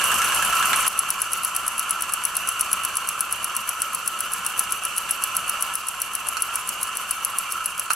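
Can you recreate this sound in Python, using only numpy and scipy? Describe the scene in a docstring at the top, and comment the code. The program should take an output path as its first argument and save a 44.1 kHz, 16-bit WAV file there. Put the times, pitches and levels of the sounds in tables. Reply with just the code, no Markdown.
"""A small model steam engine runs on a workbench beside its gas burner. Once a turn a loose metal part
in the gear ticks twice, first lightly and, once the engine is loaded, hard. The linkage knocks, mostly
before the load, and odd taps ring the frame. Steam leaks in time with the crank; the flame roars in its
tube over a low drone of bench and room. The first hard tick trips the microphone's gain control."""
import sys
import numpy as np
from scipy import signal
from scipy.fft import rfft, irfft
from scipy.io import wavfile
from scipy.ndimage import uniform_filter1d

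SR = 44100
rng = np.random.default_rng(int(sys.argv[2]) if len(sys.argv) > 2 else 0)


def waveform_to_disk(signal):
    """Save audio, clipped to [-1, 1], as 16-bit WAV at the path in sys.argv[1]."""
    frames = np.transpose(np.atleast_2d(signal))
    scaled = np.clip(frames, -1, 1) * 32767
    samples = np.round(scaled).astype(np.int16)
    wavfile.write(sys.argv[1], SR, samples)


N = 350584

# Each row: time in seconds, crank speed in turns per second.
CRANK_SPEED = [(0, 9.795), (.45, 9.759), (.86, 9.433), (.92, 8.947), (1.26, 8.701), (1.6, 8.62),
               (1.85, 8.802), (2.37, 8.624), (2.37, 8.223), (3.35, 8.491), (3.72, 7.81), (4.14, 7.733),
               (5.54, 7.776), (6.26, 7.379), (6.66, 7.47), (6.77, 7.079), (7.51, 7.346), (7.95, 7.25)]


def crank_turns():
    """Crank angle at every sample; the engine slows under load."""
    start_turns = -.3925
    return start_turns + np.cumsum(curve(CRANK_SPEED, np.arange(N) / SR)) / SR


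# Each row: time in seconds, level of the light tick in dB.
LIGHT_TICK_LEVEL = [(0, -22), (.45, -23.5), (.55, -44), (.65, -23), (.8, -22.5), (1.0, -28), (1.5, -20),
                    (2.3, -19.5), (3.0, -20), (3.3, -26), (3.7, -25.5), (5.0, -21.5), (7.05, -26),
                    (7.25, -40), (7.5, -37), (7.7, -23)]
# Extra bounce between the two ticks. Each row: start in seconds, level in dB.
BOUNCES = [(4.9753, -20)]


def loose_part():
    """The part lifts lightly at each whole turn; under load it lands hard, harder at higher speed."""
    landing_turns, loaded_s = .121, .85
    turns, t = crank_turns(), np.arange(N) / SR
    whole = np.arange(int(turns[-1]) + 1)
    lift_scatter, land_scatter = np.clip(rng.standard_normal((len(whole), 2)), -2, 2).T
    lift_s = np.interp(whole, turns, t)
    land_s = np.interp(whole + landing_turns, turns, t)
    lift_db = curve(LIGHT_TICK_LEVEL, lift_s) + 0.5 * lift_scatter
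    land_db = -11 + 0.6 * (curve(CRANK_SPEED, land_s) - 8) + 1.64 * land_scatter
    lifts = np.c_[lift_s, lift_db]
    landings = np.c_[land_s, land_db][land_s > loaded_s]
    light = ticks(np.r_[lifts, BOUNCES], tilt_db_per_oct=-34, spread_db=2.2, rise_s=0.0002)
    hard = ticks(landings, tilt_db_per_oct=6.0, spread_db=1.9, rise_s=0.00033)
    return light + hard


# Each row: frequency in Hz, level in dB, T60 in seconds, left minus right in dB.
PART_MODES = [(4380, -16, 0.013, 4.5), (5230, -12, 0.008, 4), (5820, -12, 0.019, 1), (6290, -18, 0.026, 0),
              (7720, -14.5, 0.038, 1.5), (8300, -15.5, 0.019, 1.2), (8970, -12.5, 0.031, 0),
              (9394, 1, 0.0089, 2), (9534, -3, 0.011, 3.5), (11008, 0.5, 0.026, 3.5),
              (11660, -5.5, 0.013, 3), (13060, -9, 0.017, -1.5), (13360, -14, 0.011, 3),
              (14600, -22, .008, 4), (15980, -17, .016, 13)]


def ticks(hits, tilt_db_per_oct, spread_db, rise_s):
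    """Each hit rings the part's modes a little differently; the tilt acts above 11 kHz."""
    hz, mode_db, t60_s, pan_db = np.transpose(PART_MODES)
    t, out = np.arange(2500) / SR, np.zeros((2, N))
    scatter = rng.standard_normal((len(hits), 3, len(hz)))
    envelope = gain_of(-60 * t / t60_s[:, None]) * (1 - np.exp(-t / rise_s)) ** 2
    tilt_db = tilt_db_per_oct * np.maximum(np.log2(hz / 11000), 0)
    for (start_s, hit_db), (strength, detune, lag) in zip(hits, scatter):
        level_db = hit_db + mode_db + spread_db * strength + tilt_db
        phase_rad = 2 * np.pi * (hz * (1 + .0015 * detune))[:, None] * t
        # Each mode reaches the two microphone ports out of step.
        lead_rad = np.multiply.outer([.5, -.5], 0.36 + 0.29 * lag)
        rings = envelope * np.sin(phase_rad + lead_rad[:, :, None])
        add(out, start_s, np.einsum("cm,cmt->ct", pan_gains(pan_db) * gain_of(level_db), rings))
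    return out


# Each row: start in seconds, level in dB, crack relative to ring in dB.
LINKAGE_HITS = [(.014, -22.5, -10), (.116, -21.5, -6), (.218, -22.5, -6), (0.321, -23.5, -8),
                (0.424, -21, -6), (.526, -22, -12), (.626, -19.5, -12), (0.731, -17.5, -12),
                (0.845, -27, -21), (5.089, -22, -24)]
# Each row: frequency in Hz, width in Hz, level in dB, left minus right in dB.
LINKAGE_MODES = [(1290, 68, -4.5, -4), (1638, 104, 2.5, -1), (2020, 190, -4, -5), (3110, 150, -11, -13),
                 (3490, 85, -11, 9), (4150, 170, -12.5, 8), (5900, 510, -20, 1), (7490, 260, -4, 1)]


def linkage_knocks():
    """The linkage knocks once a turn while the engine runs free, and once more later."""
    return knocks(LINKAGE_HITS, LINKAGE_MODES)


# Each row: start in seconds, level in dB, crack relative to ring in dB.
FRAME_HITS = [(.787, -27, -29), (.828, -31.5, -1.5), (.928, -25.5, -3.5), (2.032, -29, -14.5),
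              (2.093, -19, -12), (6.369, -10.5, -16), (7.859, -28, -5), (7.880, -25, -19.5),
              (7.9012, -19, -14), (7.9045, -3, -16)]
# Each row: frequency in Hz, width in Hz, level in dB, left minus right in dB.
FRAME_MODES = [(1250, 250, -12, 6), (1310, 280, 0.5, -12), (2650, 240, -1.5, -4), (4370, 280, -6, 2),
               (5760, 250, -17, -1), (7070, 240, -12, 6), (9750, 240, -4, 1), (11140, 250, -12, -11)]


def frame_taps():
    """Odd taps and clicks ring the frame."""
    return knocks(FRAME_HITS, FRAME_MODES)


def knocks(hits, modes):
    """Each hit rings damped modes under a short bright crack."""
    hz, width_hz, mode_db, pan_db = np.transpose(modes)
    rise_s, crack_t60_s = 0.0005, 0.017
    t, out = np.arange(1500) / SR, np.zeros((2, N))
    rings = np.exp(-np.pi * width_hz[:, None] * t) * np.sin(2 * np.pi * hz[:, None] * t)
    rings *= (1 - np.exp(-t / rise_s)) ** 2
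    scatters_db = 3.1 * rng.standard_normal((len(hits), len(hz)))
    bursts = rng.standard_normal((len(hits), 2, len(t))) * gain_of(-60 * t / crack_t60_s)
    cracks = signal.sosfilt(signal.butter(3, [5500, 11500], "band", fs=SR, output="sos"), bursts)
    for (start_s, hit_db, crack_db), scatter_db, crack in zip(hits, scatters_db, cracks):
        body = (pan_gains(pan_db) * gain_of(mode_db + scatter_db)) @ rings
        crack = crack + 2.4 * crack.mean(0)  # mostly common to both channels
        add(out, start_s, gain_of(hit_db) * (body / abs(body).max() + gain_of(crack_db) * crack))
    return out


# Each row: frequency in Hz, relative spectral density in dB.
STEAM_SPECTRUM = [(3000, -18.5), (5000, -9), (8000, -5.5), (10000, -1.5), (10650, 1), (11800, -2),
                  (13000, -8), (14000, -8), (15500, -19), (17000, -25)]
# Each row: crank angle after the light tick in turns, relative leak level in dB.
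STEAM_STROKE = [(0, -1), (.12, 2), (.25, -2), (.45, 0.5), (.6, -4), (.72, -31), (.95, -6), (1, -6)]


def steam_leak():
    """A bright leak opens and shuts with the crank, each stroke a little different."""
    def spectrum(hz):
        return gain_of(log_curve(STEAM_SPECTRUM, hz)) * pan_gains(1.0)[:, None]

    turns = crank_turns() + 1
    whole = np.arange(int(turns[-1]) + 2)
    scatter_db = np.interp(turns, whole, 1.8 * rng.standard_normal(len(whole)))
    level_db = -38 + curve(STEAM_STROKE, turns % 1) + scatter_db
    leak = shaped_noise(spectrum, fft_size=256, patch_bins=8, patch_frames=10, patch_db=4.1)
    return gain_of(level_db + 1.7 * flutter(cutoff_hz=200)) * leak


# Steady roar and drone as heard, including sudden dips like a gain being turned down.
# Each row: time in seconds, level in dB.
STEADY_NOISE_LEVEL = [(0, -30), (0.82, -31), (1.0, -28.5), (2.16, -29.5), (2.74, -28), (3.19, -30),
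                      (4.35, -30), (5.7, -29), (5.78, -32), (6.07, -31), (6.44, -30), (7.55, -30.5),
                      (7.82, -32.5), (7.95, -34.5)]
# Resonances of the burner tube, then of bench and room.
# Each row: frequency in Hz, width in Hz, relative level in dB, left minus right in dB.
TUBE_MODES = [(1054, 107, -6.5, -0.5), (1147, 70, -8, -1.5), (1224, 42, -5.5, 3.5), (1326, 81, 0.5, -.5),
              (1458, 165, -10, -2.5), (1696, 63, -12, -2), (2346, 220, -14.5, -3), (2627, 77, -9, -6.5),
              (2760, 72, -6, -3.5), (2894, 238, -9, -6), (3130, 340, -20, 4.5), (4410, 210, -22, 4),
              (6050, 150, -15, 2), (7410, 360, -18.5, 0), (8140, 210, -24, 1)]
DRONE_MODES = [(55.7, 11, -22.5, -1), (74.5, 8.6, -22, -3), (112.6, 19, -21, 0.5),
               (183.6, 24.5, -20.5, -0.5), (229, 14, -19, 2.5), (360, 15, -22.5, -2.5),
               (568, 33, -21.5, -1)]
# Broad noise under the resonances. 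Each row: frequency in Hz, relative level in dB.
ROAR_FLOOR = [(20, -26.5), (60, -30.5), (200, -30.5), (450, -25), (750, -19), (2000, -22), (3800, -28),
              (5200, -28), (9000, -23), (12000, -26), (15000, -43), (17000, -50)]


def burner():
    """Turbulent, fluttering flame noise resonates in the tube, over the drone of bench and room."""
    def spectrum(hz):
        power = gain_of(log_curve(ROAR_FLOOR, hz)) ** 2 * np.ones((2, 1))
        for mode_hz, width_hz, mode_db, pan_db in TUBE_MODES + DRONE_MODES:
            falloff = 1 + (2 * (hz - mode_hz) / width_hz) ** 2 / 1.74
            power += (gain_of(mode_db) * pan_gains(pan_db)[:, None] / falloff) ** 2
        return np.sqrt(power)

    level_db = curve(STEADY_NOISE_LEVEL, np.arange(N) / SR) + 0.78 * flutter(cutoff_hz=56.7)
    roar = shaped_noise(spectrum, fft_size=4096, patch_bins=24, patch_frames=4, patch_db=1.22)
    return gain_of(level_db) * roar


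def room_echo(sound):
    """Sparse workshop reflections of random sign die away quickly."""
    size, step, t60_s = SR // 4, 20, 0.066
    grid = np.arange(150, size - step, step)
    delays = grid + rng.integers(0, step, (2, len(grid)))
    response = np.zeros((2, size))
    np.put_along_axis(response, delays, rng.choice([-1., 1.], delays.shape), 1)
    response *= gain_of(-60 * np.arange(size) / SR / t60_s)
    return signal.fftconvolve(sound, response / np.linalg.norm(response[0]), axes=1)[:, :N]


# Each row: frequency in Hz, left-right correlation of the noise.
COHERENCE = [(60, 0.88), (130, 0.8), (290, 0.85), (640, 0.91), (1410, 0.94), (3100, 0.67), (6820, 0.53),
             (15000, 0.63)]


def shaped_noise(spectrum, fft_size, patch_bins, patch_frames, patch_db):
    """Stereo noise at rms 1; time-frequency patches swell and fade at random."""
    hop = fft_size // 4
    frames, hz = N // hop + 5, np.fft.rfftfreq(fft_size, 1 / SR)
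    left_re, left_im, other_re, other_im, patches = rng.standard_normal((frames, len(hz), 5)).T
    patches = uniform_filter1d(patches, patch_bins, axis=0)
    patches = unit_rms(uniform_filter1d(patches, patch_frames, axis=1))
    coherence = log_curve(COHERENCE, hz)[:, None]
    left = left_re + 1j * left_im
    right = coherence * left + np.sqrt(1 - coherence ** 2) * (other_re + 1j * other_im)
    spectra = np.array([left, right]) * spectrum(hz)[:, :, None] * gain_of(patch_db * patches)
    return unit_rms(signal.istft(spectra, nperseg=fft_size, noverlap=fft_size - hop)[1][:, :N])


def flutter(cutoff_hz):
    """Low-passed noise at rms 1."""
    rolloff = 1 + (np.fft.rfftfreq(N, 1 / SR) / cutoff_hz) ** 4
    return unit_rms(irfft(rfft(rng.standard_normal(N)) / rolloff, N))


def gain_of(db):
    """Decibels to amplitude."""
    return 10 ** (np.asarray(db) / 20)


def pan_gains(pan_db):
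    """Left and right gains for a level difference."""
    return gain_of(np.multiply.outer([.5, -.5], pan_db))


def unit_rms(x):
    """Scales to rms 1."""
    return x / np.sqrt(np.mean(x ** 2) + 1e-20)


def curve(table, x):
    """Interpolates a table linearly."""
    return np.interp(x, *np.transpose(table))


def log_curve(table, hz):
    """Interpolates a table over log frequency."""
    table_hz, values = np.transpose(table)
    return np.interp(np.log(hz + 1), np.log(table_hz + 1), values)


def add(mix, start_s, sound):
    """Adds a stereo sound to the mix."""
    span = mix[:, round(start_s * SR):][:, :sound.shape[1]]
    span += sound[:, :span.shape[1]]


def scene():
    """Ticks and knocks with their echoes, over flame and steam."""
    ticking = loose_part()
    ticking += gain_of(-19) * room_echo(ticking)
    knocking = linkage_knocks() + frame_taps()
    knocking += gain_of(-1) * room_echo(knocking)
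    return ticking + knocking + burner() + steam_leak()


def record(dry):
    """The gain starts high and drops for good at the first sharp peak; soft clip, then low-pass."""
    boost_db, trip_rms, fall_samples = 9, .18, 30
    ceiling, cutoff_hz = .9, 15900
    treble_power = uniform_filter1d((np.diff(dry, prepend=0) ** 2).mean(0), size=60)
    tripped = np.maximum.accumulate(treble_power > trip_rms ** 2)
    fall = signal.lfilter([1 / fall_samples], [1, 1 / fall_samples - 1], tripped * 1.)
    boosted = dry * gain_of(boost_db * (1 - fall))
    clipped = ceiling * np.tanh(boosted / ceiling)
    lowpass = signal.firwin(383, cutoff_hz, window=("kaiser", 9), fs=SR)
    return signal.oaconvolve(clipped, lowpass[None], "same")


dry = scene()
out = record(dry)
waveform_to_disk(out)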